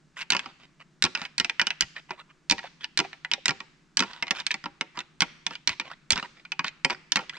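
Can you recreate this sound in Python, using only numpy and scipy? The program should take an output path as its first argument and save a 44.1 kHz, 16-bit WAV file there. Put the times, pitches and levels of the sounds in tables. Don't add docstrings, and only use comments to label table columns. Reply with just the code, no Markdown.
import sys
import numpy as np
from scipy import signal
from scipy.fft import rfft, irfft, next_fast_len
from scipy.io import wavfile
from scipy.ndimage import uniform_filter1d, map_coordinates

SR = 44100
rng = np.random.default_rng(int(sys.argv[2]) if len(sys.argv) > 2 else 0)


def wav_record(signal):
    frames = np.transpose(np.atleast_2d(signal))
    bounded = np.clip(frames, -1, 1)
    quanta = np.round(bounded * 32767).astype(np.int16)
    wavfile.write(sys.argv[1], SR, quanta)


N = 325452


def amp(db):
    return 10 ** (np.asarray(db) / 20)


def unit(x):
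    return x / np.sqrt(np.mean(x ** 2) + 1e-20)


def along(points, hz):
    point_hz, values = np.transpose(points)
    return np.interp(np.log(hz + 1), np.log(point_hz + 1), values)


def filtered(x, response):
    n = x.shape[-1]
    padded = next_fast_len(n + 8192)
    spectrum = rfft(x, padded) * response(np.fft.rfftfreq(padded, 1 / SR))
    return irfft(spectrum, padded)[..., :n]


def noise(spectrum, shape):
    white = rng.standard_normal(shape)
    return unit(filtered(white, lambda hz: amp(along(spectrum, hz))))


def add(track, s, sound):
    part = track[..., max(round(s * SR), 0):][..., :sound.shape[-1]]
    part += sound[..., :part.shape[-1]]


# frequency in Hz, relative strength in dB.
HUSH_COLOUR = [(25, -5.5), (60, -9), (108, -24), (150, 5.5), (190, -6), (350, -8.5), (460, -21), (750, -24),
               (1500, -20.5), (3000, -29.5), (6000, -32), (8000, -36), (11000, -44.5), (16000, -54)]


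def air(level_db=-59.0, side_db=-10):
    mid, side = noise(HUSH_COLOUR, (2, N))
    return amp(level_db) * (mid + amp(side_db) * np.array([side, -side]))


# start in seconds, end in seconds, level in dB before the layer's own level,
# final ridge rate in Hz, strength of the squeak over the rasp.
SCRAPES = [(0.16, .237, -37.5, 2213, .2), (0.405, 0.518, -50.5, 884, 0.72), (0.593, 0.66, -53.5, 1900, .2),
           (0.797, 0.829, -47, 1362, 0.69), (1.16, 1.272, -40.5, 1710, 0.27), (1.955, 2, -41.5, 2608, 0.23),
           (2.089, 2.156, -44, 493, 0.9), (2.175, 2.221, -44.5, 1378, 1.2),
           (2.288, 2.321, -53.5, 1263, 0.54), (2.628, 2.676, -41.5, 847, .6),
           (2.802, 2.861, -41.5, 3135, .2), (3.038, 3.067, -40, 786, .6), (4.031, 4.221, -46.5, 952, 0.74),
           (4.341, 4.424, -35.5, 1998, 0.22), (4.947, 5.024, -43.5, 1526, 0.5),
           (5.492, 5.558, -44, 2490, .3), (5.685, 5.743, -38.5, 987, .5), (5.846, 5.892, -43.5, 1097, 0.73),
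           (5.897, 5.942, -38.5, 2006, 0.83), (6.158, 6.205, -30.5, 2070, 0.22),
           (6.235, 6.268, -39.5, 886, 0.99), (6.339, 6.424, -55, 3095, .1), (6.639, 6.685, -35.5, 2230, .4),
           (6.901, 6.94, -35.5, 1008, .5), (7.171, 7.251, -45.5, 718, .4), (7.32, 7.392, -43, 2990, 1.5)]
# frequency in Hz, relative strength in dB.
SLIP_COLOUR = [(100, -14.5), (500, 1), (900, 1.5), (2400, 5), (4000, -5.5), (6500, -20), (9000, -38),
               (15000, -47)]
START_RIDGE_HZ = 1000


def scrapes(level_db=-2.0, size_db=4, slip_t60=0.0063, overtone_db=-9):
    track = np.zeros(N)
    t = np.arange(SR // 40) / SR
    jitter, hoarse = .22, .5
    catch_db, catch_rate = 4, 330
    for start, end, db, last_hz, squeak_share in SCRAPES:
        offset, height, knurls, real, imag = rng.standard_normal(size=(5, 1024))
        n = round((end - start) * SR)
        knurl = [np.arange(n) * catch_rate / SR]
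        ridges = np.cumsum(np.linspace(START_RIDGE_HZ, last_hz, n)) / SR

        passed = np.arange(int(ridges[-1]))
        at = np.interp(passed + jitter * offset[passed], ridges, np.arange(n)).astype(int)
        slips = np.bincount(at, amp(size_db * height[passed]), n)
        tap = noise(SLIP_COLOUR, len(t)) * amp(-60 * t / slip_t60)
        rasp = unit(signal.fftconvolve(slips - slips.mean(), tap)[:n])

        turn = np.exp(2j * np.pi * ridges)
        uneven = 1 + hoarse * (map_coordinates(real, knurl) + 1j * map_coordinates(imag, knurl))
        squeak = unit(np.real(uneven * (turn + amp(overtone_db) * turn ** 2)))

        swell = np.sqrt(np.abs(np.sin(np.linspace(0, np.pi, n))))
        pressure = swell * amp(catch_db * map_coordinates(knurls, knurl))
        slide = unit(pressure * (rasp + squeak_share * squeak))
        add(track, start, amp(db + level_db) * slide)
    return track


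SNAGS_PER_S, SNAG_HZ = 39, 2106


def snags(level_db=1, scatter_db=3, scatter_oct=.6, t60=0.019, rise=0.00025):
    track = np.zeros(N)
    t = np.arange(SR // 30) / SR
    for start, end, db, *_ in SCRAPES:
        for slot in np.arange(start, end - .5 / SNAGS_PER_S, 1 / SNAGS_PER_S):
            hz = SNAG_HZ * 2 ** (scatter_oct * rng.standard_normal(size=(7, 1)))
            modes = unit(np.sin(2 * np.pi * hz * t).sum(axis=0))
            tick = modes * (1 - np.exp(-t / rise))
            tick_db = db + level_db + scatter_db * rng.standard_normal()
            add(track, slot + rng.random() / SNAGS_PER_S, tick * amp(tick_db - 60 * t / t60))
    return track


# start in seconds, level in dB before the layer's own level, pitch in Hz, heft (arm weight) in dB.
KNOCKS = [(0.2118, -36.5, 2160, -3), (0.2183, -36.5, 2710, -6.5), (.349, -23, 1018, -5.5),
          (0.3662, -27, 2620, -2), (0.3931, -30.5, 2630, -2.5), (.459, -36.5, 1100, 1.5),
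          (1.063, -32, 1674, -2.5), (1.151, -27, 2710, -6.5), (1.1739, -37, 2314, 8),
          (1.2162, -32, 2090, 9), (1.2518, -37, 2570, -7.5), (1.4464, -26.5, 2600, -3.5),
          (1.4965, -27.5, 2435, -6), (1.596, -23.5, 1634, -15), (1.6152, -22.5, 2466, -0.5),
          (1.6691, -24.5, 2970, -3.5), (1.705, -28.5, 2600, -7.5), (1.9637, -45, 1833, -19.5),
          (2.1069, -30, 840, -3), (2.5812, -36, 1900, 1.5), (2.5904, -35.5, 1740, -1),
          (2.843, -33, 2915, -8), (3.13, -41.5, 1790, -3), (3.2479, -33.5, 2010, -6.5),
          (3.3148, -25.5, 2900, -5.5), (3.336, -23.5, 3700, -4.5), (3.5073, -27, 2267, 6),
          (3.6036, -35.5, 1880, 3), (4.0235, -25.5, 1107, -3.5), (4.035, -31.5, 1396, 4),
          (4.1327, -41, 2790, 7), (4.225, -24.5, 2106, -2.5), (4.2687, -38.5, 2150, 6),
          (4.2805, -36.5, 2130, -2), (4.3086, -20.5, 2640, 0), (4.361, -41, 2560, 11),
          (4.401, -34.5, 3630, 6), (4.4662, -26, 4350, -7.5), (4.5074, -31.5, 1760, -15.5),
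          (4.514, -28, 3800, -5), (4.5418, -28.5, 2300, 2.5), (4.64, -36, 1900, 9), (4.658, -30, 1000, 0.5),
          (4.8102, -24.5, 2194, 1.5), (4.9733, -34, 1190, 3.5), (4.99, -32.5, 3660, 5),
          (5.0048, -37.5, 2650, -1.5), (5.4653, -25, 3460, 1), (5.508, -38, 1730, 10.5),
          (5.5537, -39.5, 2860, -8), (5.718, -40.5, 2200, 3), (5.7981, -27, 2390, 0),
          (5.8113, -39.5, 1900, 1), (6.1581, -31, 2770, 12), (6.1765, -28.5, 2270, 5.5),
          (6.227, -33, 1210, 1), (6.451, -46, 2360, -9), (6.5194, -29.5, 2570, -5.5),
          (6.593, -23, 1227, -6), (6.6442, -28, 1460, -3), (6.6674, -41, 3500, 2),
          (6.6811, -34.5, 3830, -12), (6.848, -17.5, 2166, -0.5), (6.8989, -27, 1214, -3),
          (6.9046, -25.5, 2220, 3), (7.191, -31, 930, -1), (7.2953, -36, 3420, -7)]
# start in seconds, level of the tips in dB, pitch of the tips in Hz, delay of the catch in seconds,
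# level of the catch in dB, pitch of the catch in Hz, level of the settling in dB relative to the catch,
# heft of the catch in dB, shudder of the stand in dB. Each layer adds its own level to these.
CLASHES = [(0.3033, -21, 4110, .018, -22, 2700, -4.5, -1.5, -50),
           (1.0237, -20.5, 4000, .016, -19.5, 3790, -4, 5.5, -47),
           (1.381, -26, 4470, .018, -20.5, 2930, -12, 0, -52.5),
           (1.8081, -20.5, 4840, .0134, -29.5, 2934, -11, -6, -47.5),
           (2.498, -22.5, 4200, .0127, -18, 3576, -4.5, 2.5, -46.5),
           (2.9748, -22.5, 4120, .0151, -21, 3070, -1.5, 4, -58),
           (3.4574, -22, 3790, .0238, -22, 2780, -1.5, 1, -46.5),
           (3.9711, -20.5, 4700, .022, -22.5, 3850, 2, 6, -55),
           (5.2058, -22, 4450, .0142, -17.5, 2133, -18, 1, -76),
           (5.6746, -20.5, 4222, .018, -26.5, 2550, -13, -1, -50.5),
           (6.1055, -18.5, 4370, 0.015, -23.5, 5110, -3, 3.5, -42),
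           (7.1201, -21.5, 4430, .038, -20, 2724, -3.5, 1, -69)]
TIP_HEFT_DB = -4.5
SETTLE_S, SETTLE_PITCH = 0.011, 0.66


def contacts():
    rows = list(KNOCKS)
    for s, tip_db, tip_hz, delay, catch_db, catch_hz, settle_db, heft_db, _ in CLASHES:
        rows += [(s, tip_db, tip_hz, TIP_HEFT_DB),
                 (s + delay, catch_db, catch_hz, heft_db),
                 (s + delay + SETTLE_S, catch_db + settle_db, catch_hz * SETTLE_PITCH, heft_db)]
    return rows


# centre in Hz, relative strength in dB, share of the heft, extra dB per dB of force.
REACH = [(291.6, 5, 1, 0.5), (970, -2, .4, 0), (2150, -0.5, -0.5, 0), (4200, -2, 0, 0), (6600, -6, 0, 0.44)]
FALL_DB_PER_OCT = 6.5
FIRM_DB = -26


def strike(db, hz, heft_db):
    centre_hz, reach_db, heft_share, growth = np.transpose(REACH)
    octaves_away = np.abs(np.log2(centre_hz / hz))
    zone_db = reach_db - FALL_DB_PER_OCT * octaves_away + growth * (db - FIRM_DB)
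    zone_db = zone_db - 20 * np.log10(np.linalg.norm(amp(zone_db)))
    return db + zone_db + heft_share * heft_db


# frequency in Hz before a small random detune, strength in dB relative to others in its zone.
ANTLER = [(175, 6), (240, -10.5), (365, -10), (565, -24.5), (790, -2.5), (905, 1.5), (950, 6), (1104, -1),
          (1367, 4), (1660, 3.5), (1808, -8), (2088, 1.5), (2357, -1), (2488, 7.5), (2943, 3.5),
          (3466, -28.5)]
# frequency in Hz, strength in dB relative to others in its zone.
BONE = [(120, -23), (200, 2.5), (550, -12), (1000, 4), (2500, 12), (5000, 15), (6500, 4.5), (8000, -1.5),
        (10000, -11), (14000, -7.5)]
# frequency in Hz, time to fall by 60 dB in seconds.
DAMPING = [(150, 0.025), (500, 0.14), (1000, 0.035), (2200, 0.043), (4300, 0.016), (8000, 0.014),
           (14000, 0.0077)]
ZONES = [135, 550, 1400, 3200, 5500, 15000]


def ring(zone_db, tine_hz, spread_db, swell, glint, tine_db, count=72):
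    t = np.arange(SR // 7, dtype=np.float32) / SR
    low, high = np.sqrt([ZONES[0], ZONES[-1]])
    steps = (np.arange(count) + rng.random(count)) / count
    local_hz = np.append((low + (high - low) * steps) ** 2, tine_hz)
    local = np.c_[local_hz, along(BONE, local_hz)]
    hz, db = np.vstack([ANTLER, local]).T
    t60 = along(DAMPING, hz)
    t60[:len(ANTLER)] *= 1.9
    hz = hz + rng.normal(0, 14.6, len(hz))
    db = db + np.append(rng.normal(0, spread_db, len(hz) - 1), tine_db)
    db = db + glint * (zone_db[-1] + 46.5) * np.log2(np.maximum(hz / 7000, 1))
    size = amp(db) * rng.choice([-1, 1], len(hz))
    turn, fade, size = np.float32([2 * np.pi * hz, np.log(1000) / t60, size])[:, :, None]
    modes = size * np.sin(turn * t) * np.exp(-fade * t)
    zone = np.digitize(hz, ZONES[1:-1])
    parts = np.array([modes[zone == k].sum(axis=0) for k in range(len(zone_db))])
    parts *= 1 - np.exp(-np.outer(ZONES[1:], t) / swell)
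    return sum(amp(level) * unit(part) for level, part in zip(zone_db, parts))


def clacks(level_db=-8.5):
    track = np.zeros(N)
    for s, db, hz, heft_db in contacts():
        zone_db = level_db + strike(db, hz, heft_db)
        add(track, s, ring(zone_db, hz, spread_db=5.0, swell=0.88, glint=0.4, tine_db=11.5))
    return track


KNOCK_SHUDDER_DB = -46.5


def jolts(level_db=14, t60=0.12, rise=0.0054):
    t = np.arange(SR // 2) / SR
    blows = [(s + delay, shudder_db) for s, _, _, delay, *_, shudder_db in CLASHES]
    blows += [(s, db + heft_db + KNOCK_SHUDDER_DB) for s, db, _, heft_db in KNOCKS]
    power = np.zeros(N)
    for s, db in blows:
        envelope = amp(db - 60 * t / t60) * (1 - np.exp(-t / rise))
        add(power, s, envelope ** 2)
    rumble = [(25, -8), (60, -4.5), (110, -6.5), (170, -3.0), (300, -29), (1000, -68.5)]  # (Hz, dB)
    mid, side = noise(rumble, (2, N))
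    return amp(level_db) * np.sqrt(power) * (mid + 0.15 * np.array([side, -side]))


def nearby(x, level_db=-12, t60=0.049):
    t = np.arange(SR // 25) / SR
    scatter = rng.standard_normal((2, len(t))) * amp(-60 * t / t60) * (t > .001)
    scatter = scatter / np.linalg.norm(scatter[0])
    return amp(level_db) * signal.fftconvolve(x[None], scatter, axes=1)[:, :N]


# frequency in Hz, strength in dB before the echo's own level.
ECHO = [(100, -10), (180, 4), (600, -10), (1200, -2), (2500, -3), (5000, -6), (8000, -7.5), (12000, -15)]
# frequency in Hz, time to fall by 60 dB in seconds.
ECHO_T60 = [(150, 0.64), (1000, 0.86), (3000, 0.72), (6000, 0.72), (12000, 0.69)]


def woodland(x, echo_db=-20, build=0.002, side_db=-3):
    hz, t, z = signal.stft(x, SR, nperseg=256)
    power = uniform_filter1d(np.abs(z) ** 2, size=3, axis=0)
    t = t[t < 1]
    fade = amp(-60 * t / along(ECHO_T60, hz)[:, None]) ** 2 * (1 - np.exp(-t / build)) ** 2
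    fade = fade / fade.sum(axis=1, keepdims=True)
    lingering = signal.fftconvolve(power, fade, axes=1)[:, :z.shape[1]]
    grain = signal.stft(rng.standard_normal((2, N)), nperseg=256)[2]
    colour = amp(echo_db + along(ECHO, hz))[:, None]
    wash = grain / grain.std() * np.sqrt(np.abs(lingering)) * colour
    mid, side = signal.istft(wash, nperseg=256)[1][:, :N]
    return mid + amp(side_db) * np.array([side, -side])


def cracks(level_db=6, t60=0.003):
    track = np.zeros(N)
    t = np.arange(SR // 100) / SR
    colour = [(800, -17.5), (2200, -14), (4500, -2), (8000, 4), (15000, -12.5)]  # (Hz, dB)
    for s, db, *_ in CLASHES:
        burst = noise(colour, len(t))
        add(track, s + 0.00091, burst * amp(db + level_db - 60 * t / t60))
    return track


# start in seconds, level in dB before the layer's own level, middle pitch in Hz.
BUMPS = [(.351, -39, 968), (2.125, -44.5, 580), (2.642, -36, 748), (3.049, -36.5, 820), (3.38, -42.5, 605),
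         (4.329, -41, 686), (5.488, -40, 273), (7.228, -43, 479)]


def bumps(level_db=6, t60=0.049, rise=0.0012):
    track = np.zeros(N)
    t = np.arange(SR // 10) / SR
    for s, db, hz in BUMPS:
        tone_hz = hz * np.exp(rng.normal(0, 0.13, size=(6, 1)))
        phase = rng.uniform(0, 2 * np.pi, size=(6, 1))
        cluster = unit(np.sin(2 * np.pi * tone_hz * t + phase).sum(axis=0))
        envelope = amp(db + level_db - 60 * t / t60) * (1 - np.exp(-t / rise))
        add(track, s, envelope * cluster)
    return track


# frequency in Hz, lead in radians (negative lags).
LEAD = [(60, 1), (1000, 0.26), (2800, -1.08), (4200, -1.69), (7000, -1.76), (10000, -2.26), (15000, -2.2)]
# frequency in Hz, left minus right in dB.
BALANCE_DB = [(100, -1.5), (700, -1.5), (1300, -3), (2400, 0.5), (4400, -6), (8000, -0.5), (14000, -6.5)]


def ports(x):
    half = np.array([[.5], [-.5]])
    return filtered(x, lambda hz: amp(half * along(BALANCE_DB, hz)) * np.exp(1j * half * along(LEAD, hz)))


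def scene():
    antlers = clacks() + cracks() + bumps() + scrapes() + snags()
    close = ports(antlers + nearby(antlers))
    return close + woodland(antlers) + jolts() + air()


# frequency in Hz, gain in dB.
MIC = [(30, -6.5), (7500, 0), (10000, -7.5), (16000, -25)]
TOP_HZ = 16400


def record(dry):
    return filtered(dry, lambda hz: amp(along(MIC, hz)) * (hz < TOP_HZ))


dry = scene()
out = record(dry)
wav_record(out)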